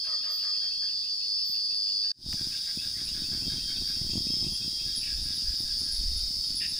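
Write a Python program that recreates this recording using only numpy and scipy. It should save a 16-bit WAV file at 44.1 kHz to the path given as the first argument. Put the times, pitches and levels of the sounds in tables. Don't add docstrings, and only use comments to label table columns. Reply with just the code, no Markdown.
import sys
import numpy as np
from scipy import signal
from scipy.fft import rfft, irfft, next_fast_len
from scipy.io import wavfile
from scipy.ndimage import uniform_filter1d, map_coordinates

SR = 44100
rng = np.random.default_rng(int(sys.argv[2]) if len(sys.argv) > 2 else 0)


def materialize(psi):
    bounded = np.clip(np.atleast_2d(psi).T, -1, 1)
    quanta = np.round(bounded * 32767).astype(np.int16)
    wavfile.write(sys.argv[1], SR, quanta)


N = 299439
T = np.arange(N) / SR

# [time_s, strokes_per_s]
STROKE_RATE_BACK = [(0, 103.17), (1.4, 103.32), (2.1, 103.15)]
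STROKE_RATE_CLOSE = [(2.2, 103.4), (2.7, 103.55), (3.2, 103.7), (3.8, 103.65), (4.4, 103.8), (5.2, 103.75),
                     (5.9, 103.45), (6.8, 103.5)]
# [time_s, level_db]
BUZZ_LEVEL_BACK = [(0, -37), (.3, -37.5), (.6, -35.5), (1.02, -38), (1.42, -36), (2.1, -35.5)]
# [back_db, close_db]
AIR_LEVEL = [-54.5, -47]
FIZZ_LEVEL = [-62.5, -52.5]
# [time_s, level_db]
FLAME_STRENGTH = [(0, -71.5), (2.1, -68.5), (2.2, -44.5), (2.62, -56), (3.02, -52), (3.35, -46), (3.7, -48),
                  (4.2, -44.5), (4.95, -51.5), (6.8, -54.5)]


def amp(db):
    return 10 ** (np.asarray(db) / 20)


def unit(x):
    return x / np.sqrt(np.mean(x ** 2) + 1e-20)


def curve(rows):
    rows = np.asarray(rows)
    return np.interp(T, rows[:, 0], rows[:, 1])


def gain_at(points, hz):
    f, db = np.transpose(points)
    return amp(np.interp(np.log(hz + 1), np.log(f + 1), db))


def colour(x, points):
    size = next_fast_len(len(x))
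    gain = gain_at(points, np.fft.rfftfreq(size, 1 / SR))
    return irfft(rfft(x, size) * gain, size)[:len(x)]


def wander(rate):
    knots = rng.standard_normal(4096)
    coarse = map_coordinates(knots, [np.arange(N // 64 + 2) * 64 / SR * rate], mode="wrap")
    steps = np.diff(coarse)[:, None] * np.arange(64) / 64
    return (coarse[:-1, None] + steps).ravel()[:N]


def resonate(x, hz, width):
    r = np.exp(-np.pi * width / SR)
    b, a = [1 - r, 0, r - 1], [1, -2 * r * np.cos(2 * np.pi * hz / SR), r * r]
    return signal.lfilter(b, a, signal.lfilter(b, a, x))


def add(mix, s, sound):
    start = round(s * SR)
    sound = sound[max(-start, 0):]
    part = mix[max(start, 0):][:len(sound)]
    part += sound[:len(part)]


def swell(length):
    t = np.arange(int(max(length, .005) * SR)) / SR
    return t, np.sqrt(abs(np.sin(np.pi * t / t[-1])))


def run_of(start, calls, gap, slowing=0):
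    k = np.arange(round(calls))
    return start + gap * k + slowing * k * (k - 1) / 2


def forest(x, t60):
    t = np.arange(SR // 2) / SR
    hits = rng.random(len(t)) < 2000 / SR
    taps = rng.standard_normal(len(t)) * hits * amp(-60 * t / t60)
    return signal.oaconvolve(x, taps / np.linalg.norm(taps))[:len(x)]


def wash(points, db, flicker_db, patchy_db):
    hz, t, z = signal.stft(rng.standard_normal(N), SR, nperseg=1024)
    patches = rng.standard_normal((len(t), len(hz))).T
    patches = uniform_filter1d(patches, size=4, axis=0)
    patches = unit(uniform_filter1d(patches, size=6, axis=1))
    z = z * gain_at(points, hz)[:, None] * amp(patchy_db * patches)
    hiss = signal.istft(z, SR, nperseg=1024)[1][:N]
    return amp(db) * unit(hiss * amp(flicker_db * wander(60)))


def buzzer(strokes, points, jitter, count=30):
    turns = np.cumsum(strokes * (1 + jitter * wander(25))) / SR
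    order = np.arange(39, 39 + count)
    lines = np.zeros(1025, complex)
    phases = np.exp(2j * np.pi * rng.random(count))
    lines[order] = gain_at(points, order * np.mean(strokes)) * phases
    stroke = irfft(lines)
    return unit(np.interp(turns % 1, np.arange(len(stroke)) / len(stroke), stroke))


def crowd(points, others_db, blur_db, count=3):
    swells = np.array([amp(2.6 * wander(3.02)) for _ in range(count)])
    swells /= np.linalg.norm(swells, axis=0)
    others = np.zeros(N)
    for share, rate in zip(swells, rng.uniform(101, 108, count)):
        strokes = rate * (1 + .001 * wander(1.5))
        others += share * buzzer(strokes, points, 0.000843)
    blur = unit(colour(rng.standard_normal(N), points))
    return amp(others_db) * others + amp(blur_db) * blur


def surround_back():
    # [pitch_hz, level_db]
    far_buzz = [(4000, -29), (4300, -4.5), (4600, 7), (4750, 5.5), (4900, 7.5), (5130, 11), (5300, -1.5),
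                (5500, -3.5), (5800, -16), (6600, -29), (7200, -58)]
    # [pitch_hz, level_db_per_hz]
    air = [(30, 0), (100, -4), (300, 4), (500, -1.5), (1000, -25), (1800, -2), (2400, -4), (3050, 6),
           (3300, 12), (3800, 18), (4100, 13), (5500, 14.5), (7500, 3), (9000, -25)]
    # [pitch_hz, level_db]
    fizz = [(6000, -17.5), (7800, -5), (9000, 0.5), (10200, -1), (10900, 2.5), (11400, -46), (13500, -13),
            (14800, -2), (15600, -8)]
    insects = amp(curve(BUZZ_LEVEL_BACK)) * crowd(far_buzz, others_db=-4.5, blur_db=-5.5)
    air_hiss = wash(air, AIR_LEVEL[0] + 3.5, flicker_db=0.2, patchy_db=4.0)
    fizz_hiss = wash(fizz, FIZZ_LEVEL[0] + 3.0, flicker_db=1.1, patchy_db=1.5)
    return insects + air_hiss + fizz_hiss


def swelling_tones(gain_db=-1):
    # [start_s, length_s, level_db, centre_hz, width_hz]
    tone_list = [(0.405, .38, -38.5, 5030, 65), (1.165, 0.2, -39, 4810, 120), (1.33, .16, -36.5, 5210, 100),
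                 (1.66, 0.12, -40, 5220, 60), (1.756, 0.43, -34.5, 4710, 55), (2.798, 3.8, -45, 5450, 150),
                 (3.096, 1.35, -36.5, 4630, 190), (4.223, 0.24, -30.5, 5170, 70),
                 (4.999, 2, -45, 4870, 71.2), (5.638, 1.04, -40.5, 4490, 59.4),
                 (6.1, 0.99, -41.5, 5300, 69.6)]
    out = np.zeros(N)
    for s, length, db, hz, width in tone_list:
        f = np.linspace(3900, 7200, 200)
        band = np.transpose([f, -20 * np.log10(1 + ((f - hz) / width) ** 4)])
        arch = np.sqrt(abs(np.sin(np.pi * np.clip((T - s) / length, 0, 1))))
        tones = buzzer(curve(STROKE_RATE_BACK + STROKE_RATE_CLOSE), band, 0.000838)
        out += amp(db + gain_db + 1.7 * wander(8)) * arch * tones
    return out


def cricket(length, hz, pulse_rate, depth=0.37, waver_hz=27, uneven_db=2.5):
    size = round(length * SR)
    rate = pulse_rate * (1 + 0.337 * wander(14)[:size])
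    pulses = 1 + depth * np.sin(2 * np.pi * np.cumsum(rate) / SR)
    pulses = pulses * amp(uneven_db * wander(21.8)[:size])
    pitch = hz + waver_hz * wander(160)[:size]
    tone = pulses * np.sin(2 * np.pi * np.cumsum(pitch) / SR)
    return unit(tone + forest(tone, t60=0.55))


def crickets(attack_s=0.019, release_s=0.017):
    # [start_s, length_s, level_db at mid-bout, swell_db over the bout, pitch_hz, pulses_per_s]
    bouts = [(-.05, 0.96, -53, 3, 3256, 37), (0.751, 1.3, -60.5, 2, 3413, 19),
             (2.199, 3.6, -58, -3, 3370, 19), (2.348, 1, -62, 2, 3280, 25),
             (3.307, .44, -51.5, 11, 3206, 23), (3.74, 1.25, -50.5, 9, 3272, 26)]
    out = np.zeros(N)
    for s, length, db, swell_db, hz, pulse_rate in bouts:
        tone = cricket(length, hz, pulse_rate)
        t = np.arange(len(tone)) / SR
        gate = np.clip(np.minimum(t / attack_s, (length - t) / release_s), 0, 1)
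        add(out, s, amp(db + swell_db * (t / length - .5)) * gate * tone)
    return out


def quacks(gain_db=-3.0, sag=0.063, jitter=0.0281, wet=0.98, count=10):
    # [start_s, calls, first_gap_s, slowing_s per call, level_db,
    # fade_db per call (plus is louder), call_length_s, pitch_hz, throat_hz, roughness 0-1, chest_db]
    quack_runs = [(0.04, 5, 0.19, 0.0019, -53.5, 0, 0.049, 469, 1640, 0.65, -6.5),
                  (.062, 3, 0.18, 0.00046, -49, -2, 0.0944, 623.6, 1225, 0.34, -9),
                  (2.033, 2, 0.068, 0, -57.5, 4, 0.038, 398, 1720, 0.6, -12),
                  (2.368, 10, .142, .0061, -54, 0.2, 0.064, 317.5, 1600, 0.51, -16),
                  (4.852, 1, .19, 0, -58, 0, 0.079, 330, 1650, .45, -20),
                  (5.054, 5, .197, 0, -54.5, -1, 0.1003, 327.5, 1680, .45, -29),
                  (6.762, 1, .19, 0, -56, 0, 0.046, 333, 1750, .45, -27)]
    out, tremble = np.zeros(N), wander(170)
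    for start, calls, gap, slowing, db, fade_db, length, pitch, throat, rough, chest_db in quack_runs:
        t, shape = swell(length)
        for call, s in enumerate(run_of(start, calls, gap, slowing)):
            bend = 1 + sag * (.5 - t / length) + jitter * np.interp(s + t, T, tremble)
            turns = np.cumsum(pitch * bend) / SR
            folds = unit(sum(np.cos(2 * np.pi * k * turns) for k in range(1, count)))
            drive = (1 - rough) * folds + 3.3 * rough * rng.standard_normal(len(t))
            voice = resonate(drive, throat, 426)
            voice = voice + 0.57 * resonate(drive, throat * 1.424, 440)
            voice = voice + amp(chest_db) * resonate(drive, throat * 0.44, 350)
            add(out, s, amp(db + gain_db + fade_db * call) * shape * unit(voice))
    return out + wet * forest(out, t60=0.45)


def peeps(length_s=0.0498, rise_hz=411, spread_db=0.7):
    # [start_s, calls, gap_s, level_db, start_pitch_hz]
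    peep_runs = [(.04, 13, .1655, -60.5, 2550), (2.512, 3, 0.27, -56, 2502), (2.662, 2, .28, -59.5, 1830),
                 (3.232, 10, .172, -59, 2437), (3.68, 5, 0.16, -72, 1930)]
    out = np.zeros(N)
    t, shape = swell(length_s)
    for start, calls, gap, db, start_hz in peep_runs:
        pitch = start_hz + rise_hz * t / length_s
        note = shape * np.sin(2 * np.pi * np.cumsum(pitch) / SR)
        for s in run_of(start, calls, gap):
            rasp = unit(uniform_filter1d(rng.standard_normal(len(t)), 170))
            level = amp(db + spread_db * rng.standard_normal())
            add(out, s, level * unit(note * (.5 + rasp)))
    return out + .9 * forest(out, t60=.25)


def squawks(rasp_rate=170):
    # [start_s, level_db, length_s, lowest_resonance_db (added), echo_db]
    squawk_list = [(5.01, -48, 0.083, -7.5, 1), (6.604, -40, 0.067, -0.5, -7.5)]
    # [pitch_hz, width_hz, level_db]
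    throat = [(1795, 220, -2), (2350, 630, -6.5), (2700, 490, 3)]
    out = np.zeros(N)
    for s, db, length, low_db, echo_db in squawk_list:
        t, shape = swell(length)
        puffs = rng.standard_normal(len(t)) * (1 + 0.23 * np.sin(2 * np.pi * rasp_rate * t))
        voice = np.zeros(len(t))
        for k, (hz, width, mode_db) in enumerate(throat):
            gain = amp(mode_db + low_db * (k == 0))
            voice += (-1) ** k * gain * unit(resonate(puffs, hz, width))
        call = np.pad(shape * unit(voice), (0, SR // 2))
        add(out, s, amp(db) * (call + amp(echo_db) * forest(call, t60=0.48)))
    return out


def scrape(length, hz, width, tooth_rate=130):
    t, shape = swell(length)
    teeth = rng.standard_normal(len(t)) * (1 + 0.13 * np.sin(2 * np.pi * tooth_rate * t))
    return shape * unit(resonate(teeth, hz, width))


def katydids(wet=0.74):
    # [start_s, level_db, pitch_hz]
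    chirp_list = [(.036, -60, 10600), (1.143, -62, 10700), (1.27, -62, 10570), (1.383, -60, 10600),
                  (1.637, -56, 10600), (1.74, -55.5, 10700), (2.755, -51, 10500), (3.04, -48, 10670),
                  (4.52, -46, 10560), (4.956, -37.5, 10570), (5.22, -49.5, 10770), (5.338, -47, 10860),
                  (5.578, -52, 10800), (5.779, -46, 10480), (5.914, -42, 10830), (5.946, -46, 10830),
                  (6.16, -45, 10780), (6.447, -49.5, 10550), (6.549, -40, 10660), (6.67, -47, 10700)]
    # [start_s, level_db, length_s, pitch_hz, width_hz]
    whine_list = [(1.496, -64.5, 0.71, 10070, 48), (4.08, -51, 0.11, 6700, 156.5),
                  (5.787, -48.5, 0.14, 9800, 48)]
    # [start_s, level_db]
    rasp_list = [(.3, -51.5), (1.448, -51), (3.85, -58), (5.55, -57.5)]
    out = np.zeros(N)
    for s, db, hz in chirp_list:
        add(out, s, amp(db) * scrape(length=0.041, hz=hz, width=270))
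    for s, db, length, hz, width in whine_list:
        add(out, s, amp(db) * scrape(length, hz, width))
    for s, db in rasp_list:
        add(out, s, amp(db) * scrape(length=0.088, hz=14100, width=3900))
    return out + wet * forest(out, t60=0.28)


def draught(level_db=-1, surge_db=2.5):
    # [start_s, length_s, level_db]
    gust_list = [(2.26, .08, -43), (5.104, 0.24, -40), (5.441, 0.096, -35.5), (5.63, 0.2, -45),
                 (5.88, .42, -35.5), (6.33, .08, -43), (6.483, .08, -45.5)]
    # [pitch_hz, level_db]
    rumble = [(10, 0.5), (22, -7), (35, -3), (55, -3), (80, -13), (130, -33), (300, -78)]
    strength = amp(curve(FLAME_STRENGTH) + level_db + surge_db * wander(7.9))
    for s, length, db in gust_list:
        add(strength, s, amp(db) * swell(length)[1])
    return strength * unit(colour(rng.standard_normal(N), rumble))


def fire(puff_rate=150, spread_db=2.5, surge_db=2.5, flap_hz=210, flap_s=0.0018, crack_s=0.0053):
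    # [pitch_hz, level_db]
    flame = [(24, -40), (40, -21), (65, 1), (118, 1), (152, -1), (247, -2.5), (374, -10), (419, -20),
             (490, -32), (660, -23), (1200, -32), (1560, -55), (2640, -120)]
    # [time_s, level_db]
    flap_list = [(1.498, -42.5), (2.289, -32.5), (2.775, -29), (3.222, -30.5), (3.47, -29), (3.481, -26.5),
                 (3.584, -32.5), (4.157, -22), (4.173, -26), (4.27, -26), (4.305, -26.5), (4.467, -29),
                 (4.68, -28.5)]
    # [time_s, peak_db]
    crack_list = [(2.329, -29.5), (5.584, -43)]
    # [pitch_hz, level_db]
    crack_colour = [(200, -20), (800, 1), (3000, 7), (6000, -10), (14000, -2)]
    sizes = amp(spread_db * np.minimum(rng.exponential(1, N), 3))
    fires_now = rng.random(N) < puff_rate / SR
    puffs = rng.standard_normal(N) * sizes * fires_now
    flutter = unit(colour(unit(puffs) + 0.48 * rng.standard_normal(N), flame))
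    out = amp(curve(FLAME_STRENGTH) + surge_db * wander(16)) * flutter + draught()
    t = np.arange(-SR // 50, SR // 50) / SR
    for s, db in flap_list:
        fall = np.exp(-np.hypot(t, flap_s / 10) / flap_s)
        add(out, s + t[0], -amp(db) * np.cos(2 * np.pi * flap_hz * t) * fall)
    for s, db in crack_list:
        burst = rng.standard_normal(len(t)) * np.exp(-abs(t) / crack_s) * (t > 0)
        snap = colour(burst, crack_colour)
        add(out, s + t[0], amp(db) * snap / abs(snap).max())
    return out


def back_from_fire(calls, near_db=3.5, lag_share=0.64, around_share=1.0, echo_share=0.3):
    # [pitch_hz, level_db]
    near_buzz = [(4000, -46), (4233, -21), (4336, -8), (4440, 1.5), (4543, -3), (4646, 2.5), (4750, -10),
                 (4853, 5), (4956, -12), (5059, -12.5), (5162, -7.5), (5266, -8.5), (5600, -29),
                 (6500, -31), (7000, -43)]
    # [pitch_hz, side_over_mid_db]
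    width = [(60, -7), (110, -4), (200, -14), (380, -14), (700, -3.5), (1290, -3.5), (2380, 4), (4400, 1),
             (8120, -1), (15000, -1)]
    strokes = curve(STROKE_RATE_BACK)
    near = buzzer(strokes, near_buzz, jitter=0.00062)
    for _ in range(2):
        near = near + echo_share * wander(4.43) * buzzer(strokes, near_buzz, jitter=0.00061)
    direct = calls + amp(curve(BUZZ_LEVEL_BACK) + near_db) * unit(near)
    mid = direct + surround_back()
    quarter_turn = signal.hilbert(direct, next_fast_len(N))[:N].imag
    side = colour(around_share * surround_back() - lag_share * quarter_turn, width)
    return np.array([mid + side, mid - side])


def beside_fire(calls, near_db=-2.0):
    # [pitch_hz, level_db]
    near_buzz = [(4000, -25), (4250, -7.5), (4350, -10), (4460, -5), (4560, -5), (4770, 3), (4980, 4),
                 (5080, -4), (5190, -8), (5295, -3.5), (5500, -6), (5710, -12), (6500, -33), (7000, -42)]
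    far_buzz = [(4000, -40.5), (4300, -15), (4480, -3), (4620, 4.5), (4850, 4), (5150, 6), (5330, 1.5),
                (5500, -12.5), (5750, -22), (6600, -22), (7200, -31)]
    # [time_s, level_db]
    buzz_level = [(2.3, -37), (3.7, -37), (6.8, -35.5)]
    # [pitch_hz, level_db_per_hz]
    air = [(30, -17), (300, -10), (600, -9.5), (1050, -15), (1600, -7), (2300, -7.5), (3050, 0), (3350, 6),
           (3780, 16), (4100, 4), (5500, 10), (7000, 3), (8000, -4), (9000, -28)]
    # [pitch_hz, level_db]
    fizz = [(6000, -24.5), (7800, -5.5), (8700, 0.5), (9600, 1), (10800, -1.5), (11500, -17.5),
            (13000, -22), (14100, -8), (14900, -2.5), (15600, -3.5)]
    near = buzzer(curve(STROKE_RATE_CLOSE), near_buzz, jitter=0.001126)
    near = amp(near_db + wander(1.81)) * near
    insects = amp(curve(buzz_level)) * (near + crowd(far_buzz, others_db=-1.0, blur_db=-1.5))
    air_hiss = wash(air, AIR_LEVEL[1] + 2.5, flicker_db=0.9, patchy_db=3.0)
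    fizz_hiss = wash(fizz, FIZZ_LEVEL[1] + 5, flicker_db=0.0, patchy_db=1.5)
    return calls + insects + air_hiss + fizz_hiss


def scene(cut_s=2.121, cut_length_s=0.0057):
    # [time_s, level_db]
    fade_in = [(2.121, -36), (2.175, -26), (2.21, -17), (2.25, -9), (2.29, -1.5), (2.33, 0.5)]
    calls = swelling_tones() + crickets() + quacks() + peeps() + squawks() + katydids() + fire()
    first = np.clip((cut_s - T) / cut_length_s, 0, 1)
    close = amp(curve(fade_in)) * beside_fire(calls)
    return first * back_from_fire(calls) + (1 - first) * close


def record(dry):
    low_pass = signal.firwin(511, 15600, window=("kaiser", 9), fs=SR)
    return signal.oaconvolve(dry, low_pass[None], "same")


dry = scene()
out = record(dry)
materialize(out)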